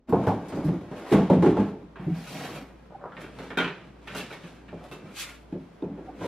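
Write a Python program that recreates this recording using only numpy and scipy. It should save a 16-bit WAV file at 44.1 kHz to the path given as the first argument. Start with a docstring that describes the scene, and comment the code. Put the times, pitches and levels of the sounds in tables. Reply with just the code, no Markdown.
"""Cardboard boxes in a small room.

An empty carton is grabbed, swung aside and tumbles to the floor, its walls booming and shuddering.
A full box slides over flattened board, fibres catching and slipping. Something is slapped down and
rattles, feet shuffle, creases snap and hands pat the lid. The room rings briefly after each knock;
two motors hum underneath."""
import sys
import numpy as np
from scipy import signal
from scipy.fft import rfft, irfft, next_fast_len
from scipy.io import wavfile
from scipy.ndimage import map_coordinates

SR = 44100
rng = np.random.default_rng(int(sys.argv[2]) if len(sys.argv) > 2 else 0)


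def generate_wav(sig):
    """Save sig (samples, or channels by samples) to the path in sys.argv[1] as 16-bit PCM at SR."""
    pcm = np.round(np.clip(np.atleast_2d(sig).T, -1, 1) * 32767).astype(np.int16)
    wavfile.write(sys.argv[1], SR, pcm)


N = 276507
TIME = np.arange(N) / SR
RING_TIME = np.arange(SR * 3 // 5) / SR


def amp(db):
    """Decibels to gain."""
    return 10 ** (np.asarray(db) / 20)


def unit(x):
    """Scale to rms 1."""
    return x / np.sqrt(np.mean(x ** 2) + 1e-20)


def along(points, hz):
    """Read (freq_hz, value) points on a log frequency axis."""
    freqs_hz, values = np.transpose(points)
    return np.interp(np.log(hz + 1), np.log(freqs_hz + 1), values)


def wobble(knots_hz, t=TIME):
    """Smooth random curve over the times t."""
    return map_coordinates(rng.standard_normal(int(N * knots_hz / SR) + 4), [t * knots_hz])


def clicks(n, chance):
    """Random impulses, with this chance per sample."""
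    return rng.standard_normal(n) * (rng.random(n) < chance)


def swell(start_s, length_s):
    """Half-sine rise and fall."""
    return np.sin(np.pi * np.clip((TIME - start_s) / length_s, 0, 1))


def gate(start_s, end_s):
    """1 between two times, with 30 ms ramps."""
    return np.clip(np.minimum(TIME - start_s, end_s - TIME) / .03 + .7, 0, 1)


def add(track, start_s, sound):
    """Mix a sound into the track."""
    part = track[:, max(round(start_s * SR), 0):][:, :sound.shape[-1]]
    part += sound[..., :part.shape[-1]]


def filtered(x, response):
    """Apply a complex frequency response."""
    n = x.shape[-1]
    size = 2 * next_fast_len(n // 2 + 4096)
    return irfft(rfft(x, size) * response(np.fft.rfftfreq(size, 1 / SR)), size)[..., :n]


def coloured(x, colour):
    """Filter by (freq_hz, gain_db) points."""
    return filtered(x, lambda hz: amp(along(colour, hz)))


def causal(gain):
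    """Minimum-phase response with this gain."""
    cepstrum = irfft(np.log(np.maximum(gain, 1e-6)))
    half = len(cepstrum) // 2
    cepstrum[1:half] *= 2
    cepstrum[half + 1:] = 0
    return np.exp(rfft(cepstrum))


def bands(x, edges_hz):
    """Split into bands, low to high."""
    inner = [(pair, "band") for pair in zip(edges_hz, edges_hz[1:])]
    shapes = [(edges_hz[0], "low"), *inner, (edges_hz[-1], "high")]
    return [signal.sosfilt(signal.butter(4, hz, kind, fs=SR, output="sos"), x) for hz, kind in shapes]


# room decay: freq_hz, t60_s
ROOM_DECAY = [(100, 1), (250, 0.35), (700, 0.49), (2000, 0.54), (5000, 0.6), (12000, 0.24)]


def in_room(x, direct, early_db, early_t60_s):
    """Mono to mid and side: direct sound, near walls and a tail that decays by frequency."""
    hz, t, noise = signal.stft(rng.standard_normal((2, len(RING_TIME))), SR, nperseg=256)
    tail = amp(-60 * t / along(ROOM_DECAY, hz)[:, None])
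    early = amp(early_db - 60 * t / early_t60_s)
    response = signal.istft(noise * (tail + early), SR, nperseg=256)[1]
    response /= np.linalg.norm(response[0])
    response[0, 0] += direct
    return signal.fftconvolve(x[None], response, axes=1)[:, :N]


# board contact spectrum: freq_hz, gain_db
CONTACT_COLOUR = [(40, -1), (110, 8), (170, 17), (900, 8), (2000, -3.5), (3300, -9), (5000, -19.5),
                  (8000, -24.5), (11500, -31), (13500, -41), (16000, -71)]
# crossovers between thump, ring, slap and crack: freq_hz
KNOCK_EDGES_HZ = [260, 600, 1600]


def knocks(blows, panels, balance_db, chatter_s, damped_db, **room):
    """A yielding contact and a chatter of flaps ring the panels and the room."""
    track, t, size = np.zeros((2, N)), RING_TIME, 2 ** 15
    hz = np.fft.rfftfreq(size, 1 / SR)
    ring_power = sum(np.abs(amp(db) * hz * width_hz / (pitch_hz ** 2 - hz ** 2 + 1j * hz * width_hz)) ** 2
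                     for pitch_hz, width_hz, db in panels)
    board = causal(np.sqrt(ring_power + amp(damped_db) ** 2) * amp(along(CONTACT_COLOUR, hz)))
    for start_s, level_db, hardness_db, crack_db, give_s in blows:
        contacts = 0.19 * clicks(len(t), .009) * np.exp(-t / chatter_s)
        contacts[0] = 1
        build_up = np.clip((t + 1 / SR) / give_s, 0, 1)
        force = in_room(contacts, **room)[:, :len(t)] * build_up
        blow = irfft(rfft(force, size) * board)[:, :len(t)]
        # harder contact: less thump, more slap
        band_db = level_db + np.add(balance_db, [-hardness_db, 0, hardness_db, crack_db])
        for band, db in zip(bands(blow, KNOCK_EDGES_HZ), band_db):
            add(track, start_s - give_s / 2, band * amp(db) / np.std(band[0, :SR // 25]))
    return track


def friction(colour, slips_hz, rush, jerk_db, effort=1):
    """Fibres catch and slip: uneven clicks over a fine rush."""
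    slips = unit(clicks(N, slips_hz / SR))
    grit = (slips + rush * rng.standard_normal(N)) * amp(jerk_db * wobble(45)) * effort
    # the contact wanders between four spots, each with its own echoes
    spots = np.array([wobble(25) for _ in range(4)])
    spots /= np.linalg.norm(spots, axis=0)
    heard = sum(in_room(grit * spot, direct=.45, early_db=4, early_t60_s=.09) for spot in spots)
    return coloured(heard, colour)


# crossovers between rumble, rasp and hiss: freq_hz
RUB_EDGES_HZ = [500, 2500]


def stroke(gains, colour, **texture):
    """Friction whose rumble, rasp and hiss follow three gains."""
    parts = bands(friction(colour, **texture), RUB_EDGES_HZ)
    return sum(part / np.std(part[0]) * gain for part, gain in zip(parts, gains))


def rub_gains(rubs, rumble_db, hiss_db):
    """Each rub swells and fades; brighter ones have more hiss and less rumble."""
    rise_share, fall_share, roundness = 0.84, 0.7, 1.75
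    power = np.zeros((3, N))
    for peak_s, length_s, db, bright_db in rubs:
        from_peak = np.maximum((peak_s - TIME) / rise_share, (TIME - peak_s) / fall_share) / length_s
        envelope = np.exp(-np.minimum(from_peak ** roundness, 20))
        gains = amp([db + rumble_db - bright_db, db, db + hiss_db + bright_db])
        power += np.outer(gains, envelope) ** 2
    return np.sqrt(power)


def snaps(events, colour, shelf_hz, breaks_hz, spray, direct, ring_hz):
    """Strained board gives: one sharp break, then a spray of small ones; each patch has its own ring."""
    ring_db, width_oct, spread_oct = 10, 0.039, 0.454
    track, t = np.zeros((2, N)), np.arange(SR // 10) / SR
    for start_s, level_db, spray_s, treble_db in events:
        breaks = spray * clicks(len(t), breaks_hz / SR) * np.exp(-t / spray_s)
        breaks[0] = 1
        pitches_hz = ring_hz * 2 ** (spread_oct * rng.standard_normal((3, 1)))

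        def patch(hz):
            peaks_db = ring_db * np.exp(-(np.log2((hz + 1) / pitches_hz) / width_oct) ** 2).max(axis=0)
            shelf_db = treble_db * hz ** 2 / (hz ** 2 + shelf_hz ** 2)
            return causal(amp(along(colour, hz) + peaks_db + shelf_db))

        snap = filtered(in_room(breaks, direct, early_db=4.5, early_t60_s=0.14), patch)
        add(track, start_s, snap * amp(level_db) / np.std(snap[0, :SR // 25]))
    return track


# blows on the carton: start_s, level_db, hardness_db, crack_db, give_s
CARTON_KNOCKS = [(.088, -37, -1.5, -17.5, 0.017), (.124, -20.5, 4, -30.5, 0.00025),
                 (0.157, -32.5, 3, -31, 0.0022), (.267, -26.5, 10, -17, 0.0039),
                 (.283, -31, 8, -17, 0.00097), (0.308, -35.5, -1.5, -18, 0.0036),
                 (.523, -35, 0, -13.5, 0.012), (0.57, -34, 2, -28, 0.0083), (.648, -41.5, -8, -20, 0.0047),
                 (.681, -32.5, -4, -21, 0.00087), (.911, -38.5, 1, -16, 0.0004), (1.119, -21, 0, -14, .003),
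                 (1.136, -23.5, 1.5, -11.5, 0.0046), (1.18, -27, 3, -21, 0.00202),
                 (1.2984, -19, 2, -19.5, 0.0002), (1.327, -29, -5, -13.5, 0.002),
                 (1.424, -22.5, 4, -14.5, .008), (1.457, -23.5, 0, -15.5, .005),
                 (1.568, -26.5, 5.5, -17, 0.0034), (1.596, -33.5, -5, -12.5, 0.004)]
# panel resonances: pitch_hz, width_hz, level_db
CARTON_PANELS = [(54, 32, -6), (85, 14, -2), (102, 33, -1), (126, 22, -20), (177.6, 67, -1.5),
                 (271, 17, -1), (275, 6.1, -10), (333, 54, -6), (373.5, 30, 4.5), (435.4, 43, 2.5),
                 (470, 69, -1.5), (606, 13, -19), (655, 160, -3), (760, 95, -1), (865, 95, 4.5),
                 (1100, 85, -3), (1440, 200, -49)]
# drag envelope: time_s, level_db
DRAG_LEVELS = [(0.091, -50.5), (.24, -39), (.38, -45.5), (0.479, -43.5), (0.571, -42.5), (.73, -43.5),
               (.87, -50), (.98, -41.5), (1.1, -37), (1.2, -40), (1.55, -45), (1.68, -44.5), (1.859, -62),
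               (1.95, -60)]
# rubbed cardboard spectrum: freq_hz, gain_db
DRAG_COLOUR = [(59, -25), (100, -3.5), (159, 2.5), (181, 11), (233, 4), (287, 9.5), (467, -12.5),
               (668, -20.5), (1130, -25.5), (2370, -39.5), (8410, -59), (11800, -60.5), (15500, -76)]


def empty_carton():
    """The carton is knocked about and rasps as it drags; its loose walls shudder after each blow."""
    blows = knocks(CARTON_KNOCKS, CARTON_PANELS, balance_db=[-0.5, -2.5, -10.5, -0.8], chatter_s=0.026,
                   damped_db=-15.5, direct=1.0, early_db=-1.0, early_t60_s=0.13)
    times_s, drag_db = np.transpose(DRAG_LEVELS)
    rasp = amp(np.interp(TIME, times_s, drag_db)) * gate(times_s[0], times_s[-1])
    shudder_db, fall_db_per_s, rise_s = -1, 92.5, 0.032
    shudder = np.zeros(N)
    for start_s, level_db, hardness_db, *_ in CARTON_KNOCKS:
        age_s = np.maximum(TIME - start_s, 0)
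        decay = amp(level_db - hardness_db + shudder_db - fall_db_per_s * age_s)
        shudder = np.hypot(shudder, decay * np.minimum(age_s / rise_s, 1))
    gains = [shudder, rasp, rasp * amp(-17.5)]
    return blows + stroke(gains, DRAG_COLOUR, slips_hz=594, rush=0.57, jerk_db=1.5)


# struck walls of carton and box: start_s, pitch_hz, level_db, t60_s
WALL_BOOMS = [(0.091, 242.5, -27, 0.35), (.126, 187.2, -18, .3), (.126, 444, -18, 0.2),
              (0.268, 105, -22.5, 0.31), (.28, 173.5, -20.5, 0.31), (.565, 312, -28, 0.28),
              (0.642, 299.4, -19.5, 0.2), (.65, 152, -18, 0.28), (.683, 173, -17.5, 0.31),
              (1.115, 357.3, -11.5, 0.17), (1.12, 163.7, -23, 0.53), (1.137, 195.3, -12.5, 0.45),
              (1.14, 273, -15, .33), (1.135, 665, -22.5, 0.29), (1.118, 416, -16, 0.19),
              (1.165, 427, -18, 0.24), (1.299, 582, -14, .12), (1.303, 249, -12, 0.19),
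              (1.307, 182, -14, 0.21), (1.325, 282, -16.5, 0.23), (1.382, 175.5, -14, 0.3),
              (1.424, 323.3, -13, 0.34), (1.432, 395, -16, 0.22), (1.455, 431, -19.5, 0.44),
              (1.445, 365, -17, 0.44), (1.46, 295, -18.5, 0.42), (1.588, 201.8, -17.5, 0.35),
              (1.589, 106, -24, 0.23), (1.67, 425, -35.5, 0.58), (1.995, 181.5, -28.5, 0.28),
              (2.065, 151.5, -22.5, 0.34), (2.078, 301, -22.5, 0.16), (2.109, 182, -35, 0.61)]


def wall_booms():
    """A wall bulges and rings one hollow note, set by where it is struck and wandering as it flexes."""
    rise_s, wander_share = 0.0029, 0.027
    track, t = np.zeros((2, N)), RING_TIME
    for start_s, pitch_hz, level_db, t60_s in WALL_BOOMS:
        phase = 2 * np.pi * np.cumsum(pitch_hz * (1 + wander_share * wobble(62.6, t))) / SR
        envelope = amp(level_db - 60 * t / t60_s) * (1 - np.exp(-t / rise_s))
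        add(track, start_s, envelope * np.array([np.sin(phase), np.cos(phase)]))
    return track


# pats, bumps and nearby heels: start_s, level_db, hardness_db, crack_db, give_s
BOX_KNOCKS = [(2.0, -47, -12, -27, 0.002), (2.067, -36, -9, -20, 0.0021), (4.435, -48.5, -9.5, 5.5, 0.013),
              (4.728, -40, 0, -30, 0.0011), (5.029, -50.5, -10, -18, 0.0082),
              (5.523, -31.5, 1.5, -20.5, 0.0011), (5.546, -35, -3, -25, 0.0021),
              (5.821, -28, 7, -29, 0.0003), (5.839, -33.5, 4.5, -23, 0.0012), (5.974, -38, 7.5, -19, 0.003),
              (6.209, -36, -3, -24, 0.0037)]
# panel resonances: pitch_hz, width_hz, level_db
BOX_PANELS = [(95, 24, 2), (169.7, 20.5, 7), (263.5, 6.8, 3), (360, 50, 0.5), (500, 42, -25),
              (883, 140, 3.5), (1580, 71, -23), (1690, 80, -18), (2520, 117, -1), (3000, 920, -13)]
# slide envelope: time_s, level_db, treble_db
SLIDE_LEVELS = [(1.991, -51, -20), (2.136, -52, -11.5), (2.152, -48, -7), (2.33, -47, 0.5),
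                (2.41, -42.5, -5), (2.5, -41.5, -7.5), (2.59, -45.5, -7.5), (2.66, -53, -13.5),
                (2.77, -65, -11), (2.88, -74, -2)]
# slide spectrum: freq_hz, gain_db
SLIDE_COLOUR = [(70, -12), (170, 9), (290, 5.5), (430, -1), (600, -7.5), (750, -3.5), (900, -10),
                (1400, -11), (3200, -21), (5000, -26.5), (8800, -35), (12500, -33.5), (15500, -48)]
# palms on the lid: peak_s, length_s, level_db, bright_db
PALM_RUBS = [(5.62, 0.36, -65, 13.5), (5.91, 0.073, -56.5, -14.5), (6.1, 0.18, -50, 0.5),
             (6.26, 0.075, -37.5, 5.5)]


def full_box():
    """The full box is bumped, pushed over the board, then patted and stroked."""
    blows = knocks(BOX_KNOCKS, BOX_PANELS, balance_db=[-5.5, -4.0, -30, -10.5], chatter_s=0.02,
                   damped_db=-11.0, direct=0.3, early_db=10.5, early_t60_s=0.16)
    times_s, *curves = np.transpose(SLIDE_LEVELS)
    db, treble_db = (np.interp(TIME, times_s, curve) for curve in curves)
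    push = amp([db + 1.0, db - 0.6, db + treble_db - .3]) * gate(times_s[0], times_s[-1])
    slide = stroke(push, SLIDE_COLOUR, slips_hz=1460, rush=0.64, jerk_db=-1.05)
    palms = rub_gains(PALM_RUBS, rumble_db=4.5, hiss_db=-19.5)
    return blows + slide + stroke(palms, DRAG_COLOUR, slips_hz=1580, rush=1.0, jerk_db=1.5)


# blows on the flattened board: start_s, level_db, hardness_db, crack_db, give_s
BOARD_KNOCKS = [(1.957, -50, 8, -4, 0.0017), (3.175, -48, 3, -8, 0.0024), (3.235, -51, 1, 0.5, 0.0056),
                (3.387, -47.5, 3.5, -18, 0.00051), (3.504, -44, 4.5, -4, 0.00046),
                (3.572, -31, 3.5, -9, 0.00296), (3.635, -41.5, -3, -10, 0.0049),
                (4.073, -51, -3, 8.5, 0.0023), (4.15, -41.5, 1.5, -16, 0.00092),
                (4.2, -60, -9, -10, 0.0039), (4.302, -48, 5.5, -0.5, 0.0088), (4.681, -62.5, -6, 9, 0.0039),
                (4.912, -45.5, 1.5, -27, 0.00087)]
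# board resonances: pitch_hz, width_hz, level_db
BOARD_PANELS = [(176.6, 11, -2), (274, 140, -16), (414, 48, 11.5), (895, 180, 1), (1120, 200, 2),
                (1360, 120, 2.5), (1550, 130, 2), (1815, 80, 5), (2270, 110, -6), (2370, 80, 8),
                (2700, 280, 3), (3220, 130, 2), (3840, 410, -1.5)]


def board_taps():
    """Taps and a slap ring the flattened board on the floor."""
    return knocks(BOARD_KNOCKS, BOARD_PANELS, balance_db=[0.5, -0.7, -7.0, -1.0], chatter_s=0.06,
                  damped_db=-14, direct=1.0, early_db=7.5, early_t60_s=0.17)


# contacts of the settling object: start_s, level_db
RATTLE_HITS = [(3.572, -32), (3.586, -30), (3.642, -40.5), (3.677, -44.5)]
# its modes: pitch_hz, level_db, t60_s
RATTLE_MODES = [(261.5, 5, .25), (382, 4.5, 0.27), (902, 2.5, 0.11), (1100, -4, .14), (1426, -1.5, 0.34),
                (1540, -1.5, 0.34), (1837, -9, 0.48), (2295, -2.5, 0.28), (2650, -5, 0.26),
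                (3185, -1.5, .18), (3690, -8.5, .16)]


def rattle():
    """The slapped-down object settles; each contact rings its modes anew."""
    track, t = np.zeros((2, N)), RING_TIME
    attack = 1 - np.exp(-t / 0.00072)
    for start_s, hit_db in RATTLE_HITS:
        for pitch_hz, mode_db, t60_s in RATTLE_MODES:
            phase = 2 * np.pi * (pitch_hz * t + rng.random((2, 1))) + 0.92 * wobble(113, t)
            decay = amp(hit_db + mode_db + rng.normal(0, 3.0) - 60 * t / t60_s)
            add(track, start_s, decay * attack * np.sin(phase))
    return track


# creases giving: start_s, level_db, spray_s, treble_db
CREASE_SNAPS = [(3.121, -48.5, 0.003, -57), (3.168, -46, 0.0034, -30), (3.388, -48.5, 0.0041, -4),
                (3.505, -45, 0.0064, -24.5), (3.574, -35, 0.0043, -7), (3.586, -32.5, .002, -12.5),
                (3.6, -33.5, 0.0017, -20), (3.613, -36.5, 0.0013, -19), (3.644, -35, 0.0027, -24),
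                (3.678, -41, 0.0015, -22), (4.074, -47.5, 0.008, -1.5), (4.149, -39.5, 0.013, 3),
                (4.166, -43.5, 0.0084, 18.5), (4.181, -42.5, 0.006, 16), (4.201, -43.5, 0.0058, 2),
                (4.327, -46, 0.0078, 2), (4.914, -47, 0.014, 8.5)]
# snap spectrum: freq_hz, gain_db
CREASE_COLOUR = [(150, -14), (500, 2.5), (1100, 5), (2400, 4.5), (3600, 1.5), (5000, -9), (9000, -18.5),
                 (13000, -21), (15500, -36)]


def creases():
    """Creases snap in the flattened board."""
    return snaps(CREASE_SNAPS, CREASE_COLOUR,
                 shelf_hz=4400, breaks_hz=716, spray=0.79, direct=0.51, ring_hz=1900)


# finger creaks: start_s, level_db, spray_s, treble_db
GRIP_CREAKS = [(2.907, -49, 0.019, -3), (2.985, -53, 0.025, 5), (3.007, -47, 0.028, 9),
               (3.04, -41, 0.003, 5), (3.057, -40.5, 0.0024, 6), (4.729, -43, 0.0045, -11),
               (4.81, -48, 0.038, -4), (6.213, -40, 0.11, 6.5)]
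# creak spectrum: freq_hz, gain_db
GRIP_COLOUR = [(100, -2.5), (500, 5.5), (900, 1.5), (1350, -5.5), (1800, -17), (2600, -40), (6000, -61),
               (15500, -64)]


def grips():
    """Fingers creak as they grip the box."""
    return snaps(GRIP_CREAKS, GRIP_COLOUR,
                 shelf_hz=1200, breaks_hz=402, spray=1.0, direct=0.77, ring_hz=794)


# flap ticks: start_s, level_db, spray_s, treble_db
FLAP_FLICKS = [(.092, -63, 0.025, 17), (.269, -57.5, .008, 0), (.484, -59, .006, -11),
               (.548, -61, 0.019, -11), (.641, -65, .003, -2), (.649, -60.5, .012, 2)]
# tick spectrum: freq_hz, gain_db
FLAP_COLOUR = [(500, -28), (2500, -5), (4300, 5), (6500, -4.5), (9000, -3.5), (14000, -4), (15500, -11)]


def flaps():
    """The carton's flaps flick past each other."""
    return snaps(FLAP_FLICKS, FLAP_COLOUR,
                 shelf_hz=8000, breaks_hz=493, spray=0.93, direct=.45, ring_hz=5020)


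# feet and knees shifting: peak_s, length_s, level_db, bright_db
SHUFFLES = [(3.24, 0.12, -51.5, -1.5), (3.45, 0.14, -49.5, 3), (3.82, 0.21, -59, 0.5),
            (4.19, 0.13, -45.5, 4), (4.33, 0.055, -51.5, 7), (4.48, 0.17, -54.5, 6.5),
            (4.8, 0.19, -56, -0.5), (5.08, 0.093, -53, -1.5)]
# shuffle spectrum: freq_hz, gain_db
SHUFFLE_COLOUR = [(65, -31), (110, -1), (166, 2), (279, 2.5), (431, -9), (613, -14), (1490, -18.5),
                  (2120, -24.5), (3150, -25.5), (8500, -40), (10700, -42.5), (14300, -50), (15500, -64)]
# bare sole sweeping: peak_s, length_s, level_db, bright_db
SOLE_SWEEPS = [(5.185, 0.033, -50, 8), (5.223, 0.054, -49, 12), (5.265, 0.14, -48.5, -0.5)]
# sweep spectrum: freq_hz, gain_db
SOLE_COLOUR = [(80, -22), (160, -25), (280, -12), (450, -21), (960, -2.5), (1400, 4), (2400, 3.5),
               (3400, 5), (6000, -2), (13000, -7), (15500, -39)]


def feet():
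    """Feet shuffle and sweep on the flattened board while clothes rustle faintly."""
    cloth = amp([[-55.5], [-63.5], [-80]]) * gate(start_s=2.6, end_s=6.1)
    shuffle = np.hypot(rub_gains(SHUFFLES, rumble_db=5.0, hiss_db=-12.5), cloth)
    sweep = rub_gains(SOLE_SWEEPS, rumble_db=-8.5, hiss_db=-4.0)
    return (stroke(shuffle, SHUFFLE_COLOUR, slips_hz=605, rush=0.88, jerk_db=0.0)
            + stroke(sweep, SOLE_COLOUR, slips_hz=2830, rush=0.76, jerk_db=2.0))


# short brushes: start_s, length_s, level_db
SCUFFS = [(0.95, 0.059, -48.5), (1.036, 0.11, -47.5), (1.112, 0.028, -37.5), (3.176, 0.12, -53),
          (4.283, 0.033, -53.5), (4.8, 0.21, -54.5), (6.216, 0.15, -51)]


def scuffs():
    """Board brushes quickly and lightly on board."""
    effort = sum(amp(db) * swell(start_s, length_s) for start_s, length_s, db in SCUFFS)
    colour = [(300, -43), (1500, 11), (3200, 7), (6000, -5), (12000, -8), (15500, -20)]
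    grit = friction(colour, slips_hz=826, rush=0.19, jerk_db=-4.0, effort=effort)
    return grit / np.std(grit[0]) * np.std(effort)


# skin and board squeaks: start_s, length_s, pitch_hz, level_db, jitter_share
SQUEAKS = [(0.263, 0.026, 1694, -35.5, .06), (0.317, 0.014, 860, -25, .08), (2.944, 0.019, 830, -38, .07),
           (6.077, 0.03, 775, -38, .08), (6.21, 0.15, 521, -34, .17)]


def squeaks():
    """Fingers and flaps stick and slip on the board at an unsteady rate."""
    tones = np.zeros(N)
    for start_s, length_s, pitch_hz, level_db, jitter_share in SQUEAKS:
        phase = 2 * np.pi * np.cumsum(pitch_hz * (1 + jitter_share * wobble(350))) / SR
        tones += amp(level_db) * swell(start_s, length_s) * (np.sin(phase) + 0.043 * np.sin(2 * phase))
    return in_room(tones, direct=0.43, early_db=35, early_t60_s=0.026)


# steel ring: start_s, pitch_hz, level_db, t60_s
TOOL_CLINK = [(5.824, 3660, -51, 0.028)]


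def clink():
    """A small steel tool meets the lid and rings briefly."""
    track, t = np.zeros((2, N)), np.arange(SR // 4) / SR
    for start_s, pitch_hz, level_db, t60_s in TOOL_CLINK:
        ring = amp(level_db - 60 * t / t60_s) * np.sin(2 * np.pi * pitch_hz * t)
        add(track, start_s, np.outer([1, .5], ring))
    return track


# near and far motor: pitch_hz
MOTORS_HZ = [57.3, 58.8]
# room air spectrum: freq_hz, gain_db
AIR_COLOUR = [(30, 23), (60, 7), (100, 6), (250, 14.5), (700, -3), (2000, -15), (6000, -29), (15000, -60.5)]


def motors_and_air():
    """Two motors beat against each other in still room air."""
    in_step_s, fade_in_s = 2.72, .2
    air = amp(-62) * unit(coloured(rng.standard_normal((2, N)), AIR_COLOUR))
    near, far = (np.sin(2 * np.pi * hz * (TIME - in_step_s)) for hz in MOTORS_HZ)
    hum = (near + .55 * far) * np.clip(TIME / fade_in_s, 0, 1)
    return air + amp([[-54.5], [-58]]) * hum


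# noise floor spectrum: freq_hz, gain_db
NOISE_COLOUR = [(60, -33), (130, -13), (220, 0), (400, 0), (900, -6), (1600, -14.5), (4000, -24.5),
                (15000, -47.5)]


def noise_floor():
    """A soft rush, independent in left and right."""
    rush = unit(coloured(rng.standard_normal((2, N)), NOISE_COLOUR))
    return amp(-57) * rush * gate(start_s=.09, end_s=np.inf)


# stereo width: freq_hz, side_gain_db
STEREO_WIDTH = [(60, -34.5), (125, -44.5), (250, -28.5), (500, -24.5), (1000, -14.5), (2300, -10),
                (4400, -3), (8000, 3.5), (13000, 9)]


def scene():
    """Mix as mid and side, near mono in the bass and wide in the treble; return left and right."""
    board = board_taps() + rattle() + creases()
    boxes = grips() + flaps() + empty_carton() + full_box() + wall_booms()
    mid, side = board + boxes + feet() + scuffs() + squeaks() + clink() + motors_and_air()
    side = filtered(side, lambda hz: causal(amp(along(STEREO_WIDTH, hz))))
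    side -= 0.063 * board[0]  # the flattened board lies slightly right
    return np.array([mid + side, mid - side]) + noise_floor()


def record(dry):
    """Fade the end; cut the deepest bass and the top treble."""
    fade_s, low_hz, top_hz = .005, 42, 15600
    faded = dry * np.clip((TIME[-1] - TIME) / fade_s, 0, 1)
    return filtered(faded, lambda hz: (hz < top_hz) * causal(1 / np.sqrt(1 + (low_hz / (hz + 1)) ** 8)))


dry = scene()
out = record(dry)
generate_wav(out)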